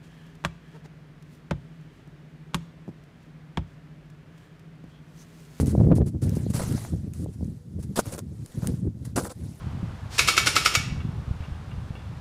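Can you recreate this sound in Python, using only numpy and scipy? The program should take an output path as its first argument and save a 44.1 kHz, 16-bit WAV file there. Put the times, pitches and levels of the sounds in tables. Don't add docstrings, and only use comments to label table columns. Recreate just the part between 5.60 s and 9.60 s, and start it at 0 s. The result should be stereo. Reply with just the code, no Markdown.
import sys
import numpy as np
from scipy import signal
from scipy.fft import rfft, irfft
from scipy.io import wavfile
from scipy.ndimage import uniform_filter1d

SR = 44100
rng = np.random.default_rng(int(sys.argv[2]) if len(sys.argv) > 2 else 0)


def to_wav(s):
    ch = np.atleast_2d(s).T
    pcm = np.round(np.clip(ch, -1, 1) * 32767)
    wavfile.write(sys.argv[1], SR, pcm.astype(np.int16))


N = 176400
TIME_S = np.arange(N) / SR
FREQ_HZ = np.maximum(np.arange(N // 2 + 1) * SR / N, 1)
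STEP_LEFT_DB = 0.5

# (time [s], hold [s], crust gain [dB], packing gain [dB])
CRUNCHES = [(0.939, 0.039, -34, -38), (0.996, 0.0096, -39, -24), (1.019, 0.018, -39.5, -32.5),
            (2.362, 0.0089, -25.5, -37), (2.377, 0.012, -29, -22), (2.392, 0.0068, -24, -23),
            (2.458, 0.012, -40, -41.5), (2.479, 0.086, -47.5, -45), (2.525, 0.025, -44.5, -38),
            (2.582, 0.011, -37.5, -30.5), (3.023, 0.066, -49, -39.5), (3.563, 0.0064, -25, -24.5),
            (3.576, 0.024, -30.5, -24), (3.607, 0.034, -42, -41), (3.647, 0.029, -39, -32.5),
            (3.698, 0.021, -41, -36.5)]
# (frequency [Hz], relative density [dB])
CRUST_SPECTRUM = [(500, -4), (1500, -3.5), (2600, -7), (3500, -8), (4500, -3.5), (6000, -2.5), (7500, -1),
                  (10300, 2), (11800, -7), (15500, -12.5)]
# (frequency [Hz], relative density [dB])
PACK_SPECTRUM = [(70, -21), (200, 7.5), (480, 0.5), (700, -8), (1170, -7), (1900, -20), (3500, -27),
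                 (8000, -48)]
# (frequency [Hz], gain [dB])
STEEL_MODES = [(5466, -6), (6350, -8), (7222, -1), (7820, 11), (8541, 7), (9413, -12), (10323, -20)]
# (frequency [Hz], gain [dB], T60 [s])
BOOT_MODES = [(481, 3, 0.017), (745, 1, 0.011), (894, 0, 0.011), (1050, -4.5, 0.015), (1325, -4, 0.016),
              (1480, -6.5, 0.011)]
# (time [s], level [dB], pitch factor [ratio])
KNOCKS = [(0.996, -25.5, 1.35), (1.017, -34, 1.6), (1.177, -35.5, 1.6), (1.249, -31.5, 1.6),
          (2.3913, -10.5, 1.03), (3.0432, -31, 1), (3.577, -29, 0.98), (3.588, -23.5, 1),
          (3.611, -30, 1.03), (3.652, -27, 1.25)]
# (time [s], level [dB])
TICKS = [(0.06, -32), (0.071, -30.5), (.694, -28.5), (1.125, -30), (1.536, -37), (1.644, -40.5),
         (1.846, -45), (2.539, -32), (2.591, -28.5), (2.861, -34.5), (3.043, -41), (3.0721, -19)]
# (frequency [Hz], relative density [dB])
TICK_SPECTRUM = [(1200, -8), (4000, -3.5), (9500, 6.5), (13000, -6.5)]
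# (time [s], gain [dB])
SWISH_CURVE = [(0, -51), (.22, -52), (.42, -68), (.61, -66), (.63, -48), (.80, -47), (.925, -52.5),
               (.95, -35), (1.25, -42), (1.35, -53.5), (1.5, -60), (1.92, -58.5), (2.08, -69),
               (2.35, -57.5), (2.48, -43), (2.63, -64), (2.77, -58), (3.07, -46), (3.16, -52.5),
               (3.33, -73), (3.48, -52.5), (3.55, -67.5), (3.85, -51.5), (4, -54.5)]
# (frequency [Hz], relative density [dB])
SWISH_SPECTRUM = [(150, 16.5), (500, 8.5), (1100, -1), (1800, 0), (2800, -4), (4200, -1.5), (7000, -1.5),
                  (10200, 0), (12000, -6.5), (15500, -13)]
# (time [s], hold [s], gain [dB])
SCUFFS = [(.001, 0.015, -37.5), (0.067, 0.05, -43.5), (0.356, 0.021, -43.5), (0.464, 0.023, -47),
          (0.621, 0.021, -43.5), (0.753, 0.017, -46), (0.903, 0.0044, -41.5), (1.538, 0.1, -54),
          (1.73, 0.015, -58), (2.195, 0.019, -56), (2.229, 0.01, -49), (3.452, 0.0064, -44.5)]
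# (time [s], gain [dB])
GUSTS_LEFT = [(0.0, -10), (0.04, -11.5), (0.08, -39.5), (0.15, -16.5), (0.45, -15), (0.52, -37),
              (0.55, -21.5), (0.65, -29), (0.7, -16.5), (0.8, -44.5), (1.03, -26), (1.27, -33),
              (1.55, -30.5), (1.625, -15.5), (1.67, -43), (1.85, -41), (1.96, -30), (2.02, -81),
              (2.06, -29), (2.44, -39.5), (2.48, -22.5), (2.51, -51), (2.67, -33.5), (2.83, -51),
              (2.93, -67), (2.95, -26), (2.98, -19.5), (3.01, -28.5), (3.09, -17), (3.18, -38), (3.23, -17),
              (3.32, -35), (3.64, -30), (3.75, -51.5), (3.77, -27.5), (3.86, -23), (4.0, -53.5)]
GUSTS_RIGHT = [(0.0, -24.5), (0.31, -11), (0.6, -32), (0.66, -14), (0.7, -24), (0.91, -18.5), (1.03, -29),
               (1.12, -20), (1.28, -39), (1.35, -23), (1.45, -31.5), (1.63, -40), (1.67, -18), (1.73, -34),
               (1.83, -22.5), (2.03, -47), (2.11, -49), (2.16, -26), (2.27, -37.5), (2.31, -30),
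               (2.48, -40.5), (2.67, -32), (2.84, -32.5), (2.88, -65), (2.98, -50), (3.03, -22.5),
               (3.09, -57), (3.12, -24), (3.21, -39), (3.27, -22), (3.37, -53.5), (3.53, -45), (3.56, -31),
               (3.76, -68), (3.94, -37.5), (4.0, -63)]
# (frequency [Hz], relative density [dB])
WIND_SPECTRUM = [(25, -30), (45, -21), (75, -1.5), (105, 1.5), (200, -6), (330, -16.5), (550, -31),
                 (1000, -56), (2500, -80), (8000, -110)]
# (time [s], peak [dB], pitch [Hz], left minus right [dB])
EDDIES = [(0.152, -5, 288, 14), (.212, -4.5, 274, 32), (.287, -4.5, 190, -23), (.316, -17, 534, -30),
          (.331, -15.5, 420, -32), (0.384, -9, 275, -20), (.77, -11.5, 227, -27), (.866, -13, 222, -26),
          (1.662, -17, 284, -33), (1.81, -23.5, 285, -34)]
# (frequency [Hz], relative density [dB])
AIR_SPECTRUM = [(30, 14), (110, 20), (450, 10.5), (900, 0.5), (2500, -7.5), (7000, -7.5), (15500, -18)]
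# (time [s], pitch [Hz], level [dB])
WHISTLE_CURVE = [(1.85, 430, -81), (2.04, 490, -62.5), (2.25, 463, -88)]


def steps(crust_db=-2, pack_db=-5.5, body_db=-26, attack_s=0.0059, pack_width=0.52, surge_share=0.27):
    jerks = slips()
    surge_release_s = 0.0017
    surge = unit_rms(signal.lfilter([1], [1, -np.exp(-1 / (surge_release_s * SR))], jerks))
    crust = crumble(colour(at_ports(grains(per_s=6700, spread_db=0)), CRUST_SPECTRUM))
    crust *= unit_rms(1 - surge_share + surge_share * surge)
    mid = grains(per_s=900, spread_db=4.5)
    side = pack_width * grains(per_s=900, spread_db=4.5)
    pack = colour(np.array([mid + side, mid - side]), PACK_SPECTRUM)
    crust_env, pack_env, body = 0, 0, 0
    for start_s, hold_s, crack_db, load_db in CRUNCHES:
        crust_env += from_db(crust_db + crack_db) * burst(start_s, hold_s, attack_s, release_s=0.0065)
        load = from_db(load_db) * burst(start_s, hold_s, attack_s, release_s=0.0055)
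        pack_env += load
        body += boot(jerks * load, pitch=1 + 0.092 * rng.standard_normal())
    crackle = pan(STEP_LEFT_DB) * crust * crust_env
    return crackle + steel(crackle) + from_db(pack_db) * pack * pack_env + from_db(body_db) * body


def slips(per_s=250):
    gaps, sizes = rng.uniform(0.35, 1.65, (2, 3000))
    onsets = (np.cumsum(gaps) * SR / per_s).astype(int)
    clicks = np.zeros(N)
    clicks[onsets[onsets < N]] = sizes[onsets < N]
    return unit_rms(clicks)


def grains(per_s, spread_db):
    sizes = from_db(spread_db * np.minimum(rng.exponential(1, N), 5)) * rng.choice([-1, 1], N)
    return unit_rms(sizes * (rng.random(N) < per_s / SR))


def crumble(stream, depth_db=2.5):
    spectrum = rfft(stream)
    thirds = np.clip(3 * np.log2(FREQ_HZ / 500), 0, 14)
    bands = (band(spectrum, thirds, k) * from_db(depth_db * drift(corner_hz=29)) for k in range(15))
    return unit_rms(sum(bands))


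def steel(drive, t60_s=0.05, gain_db=-14):
    modes = sum(from_db(db) * ring(drive, hz, t60_s) for hz, db in STEEL_MODES)
    decay_norm = np.sqrt(2 * np.log(1000) / (t60_s * SR))
    return from_db(gain_db) * decay_norm * modes / len(STEEL_MODES)


def boot(drive, pitch):
    return sum((-1) ** k * from_db(db) * ring(drive, hz * pitch, t60_s / pitch)
               for k, (hz, db, t60_s) in enumerate(BOOT_MODES))


def knocks():
    return sum(boot(from_db(db) * (np.arange(N) == int(start_s * SR)), pitch)
               for start_s, db, pitch in KNOCKS)


def ticks():
    envelope = sum(from_db(db) * burst(start_s, hold_s=0.00019, attack_s=0.0001, release_s=0.0011)
                   for start_s, db in TICKS)
    snaps = envelope * colour(rng.standard_normal((2, N)), TICK_SPECTRUM) * pan(STEP_LEFT_DB)
    return snaps + steel(snaps)


def swish(gain_db=1):
    friction = crumble(at_ports(grains(per_s=16000, spread_db=3)))
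    envelope = from_db(gain_db + in_time(SWISH_CURVE)[0])
    return colour(friction, SWISH_SPECTRUM) * envelope * pan(STEP_LEFT_DB)


def scuffs(gain_db=0.5):
    envelope = sum(from_db(gain_db + db) * burst(start_s, hold_s, attack_s=0.0067, release_s=0.0096)
                   for start_s, hold_s, db in SCUFFS)
    return envelope * colour(at_ports(grains(per_s=16000, spread_db=3)), CRUST_SPECTRUM)


def port_wind(gusts, gain_db=-0.5, flutter_db=4.5, moderate_db=-19.5, bright_from_hz=190):
    gust_db = in_time(gusts)[0] + flutter_db * drift(corner_hz=29.6)
    noise = colour(rng.standard_normal(N), WIND_SPECTRUM)
    swell = np.sqrt(uniform_filter1d(np.abs(signal.hilbert(noise)) ** 2 / 2, size=1500))
    spectrum = rfft(unit_rms(noise / uniform_filter1d(swell, size=600)))
    octaves = np.clip(np.log2(FREQ_HZ / bright_from_hz), 0, 4)
    tilt_db_per_octave = 0.45 * np.maximum(gust_db - moderate_db, -10)
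    return sum(band(spectrum, octaves, k) * from_db(gain_db + gust_db + k * tilt_db_per_octave)
               for k in range(5))


def eddies():
    out = np.zeros((2, N))
    for centre_s, db, hz, left_db in EDDIES:
        phase_sq = (np.pi * hz * (TIME_S - centre_s)) ** 2
        bump = (1 - 3 * phase_sq) / (1 + phase_sq) ** 3
        out += pan(left_db) / np.sqrt(2) * from_db(db) * bump
    return out


def whistle(waver_share=0.012):
    hz, db = in_time(WHISTLE_CURVE)
    phase = 2 * np.pi * np.cumsum(hz * (1 + waver_share * drift(corner_hz=30))) / SR
    gate = (TIME_S > WHISTLE_CURVE[0][0]) & (TIME_S < WHISTLE_CURVE[-1][0])
    return np.sqrt(2) * from_db(db) * np.sin(phase) * gate


def air(level_db=-57.5):
    return from_db(level_db) * colour(rng.standard_normal((2, N)), AIR_SPECTRUM)


def at_ports(clicks, alike_below_hz=1370):
    side_gain = np.sqrt(1 / (1 + (alike_below_hz / FREQ_HZ) ** 4))
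    side = irfft(rfft(clicks * rng.choice([-1, 1], N)) * side_gain, N)
    mid = irfft(rfft(clicks) * np.sqrt(2 - side_gain ** 2), N)
    return np.array([mid + side, mid - side])


def ring(drive, hz, t60_s):
    radius, angle = from_db(-60 / (t60_s * SR)), 2 * np.pi * hz / SR
    return signal.lfilter([0, np.sin(angle)], [1, -2 * radius * np.cos(angle), radius ** 2], drive + 1e-18)


def burst(start_s, hold_s, attack_s, release_s):
    rise = np.clip((TIME_S - start_s) / attack_s + 1, 0, 1)
    return rise * np.exp(-np.clip((TIME_S - start_s - hold_s) / release_s, 0, 20))


def colour(stream, spectrum):
    hz, db = np.transpose(spectrum)
    gain = from_db(np.interp(np.log(FREQ_HZ), np.log(hz), db))
    return unit_rms(irfft(rfft(stream) * gain, N))


def band(spectrum, axis, centre):
    return irfft(spectrum * np.maximum(1 - np.abs(axis - centre), 0), N)


def drift(corner_hz):
    return unit_rms(irfft(rfft(rng.standard_normal(N)) / (1 + (FREQ_HZ / corner_hz) ** 2), N))


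def in_time(curve):
    times_s, *columns = np.transpose(curve)
    return [np.interp(TIME_S, times_s, column) for column in columns]


def pan(left_db):
    return unit_rms(from_db([[left_db / 2], [-left_db / 2]]))


def from_db(db):
    return 10 ** (np.asarray(db) / 20)


def unit_rms(x):
    return x / np.sqrt(np.mean(x ** 2) + 1e-20)


def scene(wind_low_cut_hz=45):
    wind = np.array([port_wind(GUSTS_LEFT), port_wind(GUSTS_RIGHT)]) + eddies()
    wind = signal.sosfilt(signal.butter(3, wind_low_cut_hz, "high", fs=SR, output="sos"), wind)
    return steps() + knocks() + ticks() + swish() + scuffs() + wind + whistle() + air()


def record(dry):
    cutoff_hz = 15500
    rounded = dry / (1 + dry ** 6) ** (1 / 6)
    return signal.sosfilt(signal.ellip(10, 0.2, 80, cutoff_hz, fs=SR, output="sos"), rounded)


dry = scene()
out = record(dry)
to_wav(out)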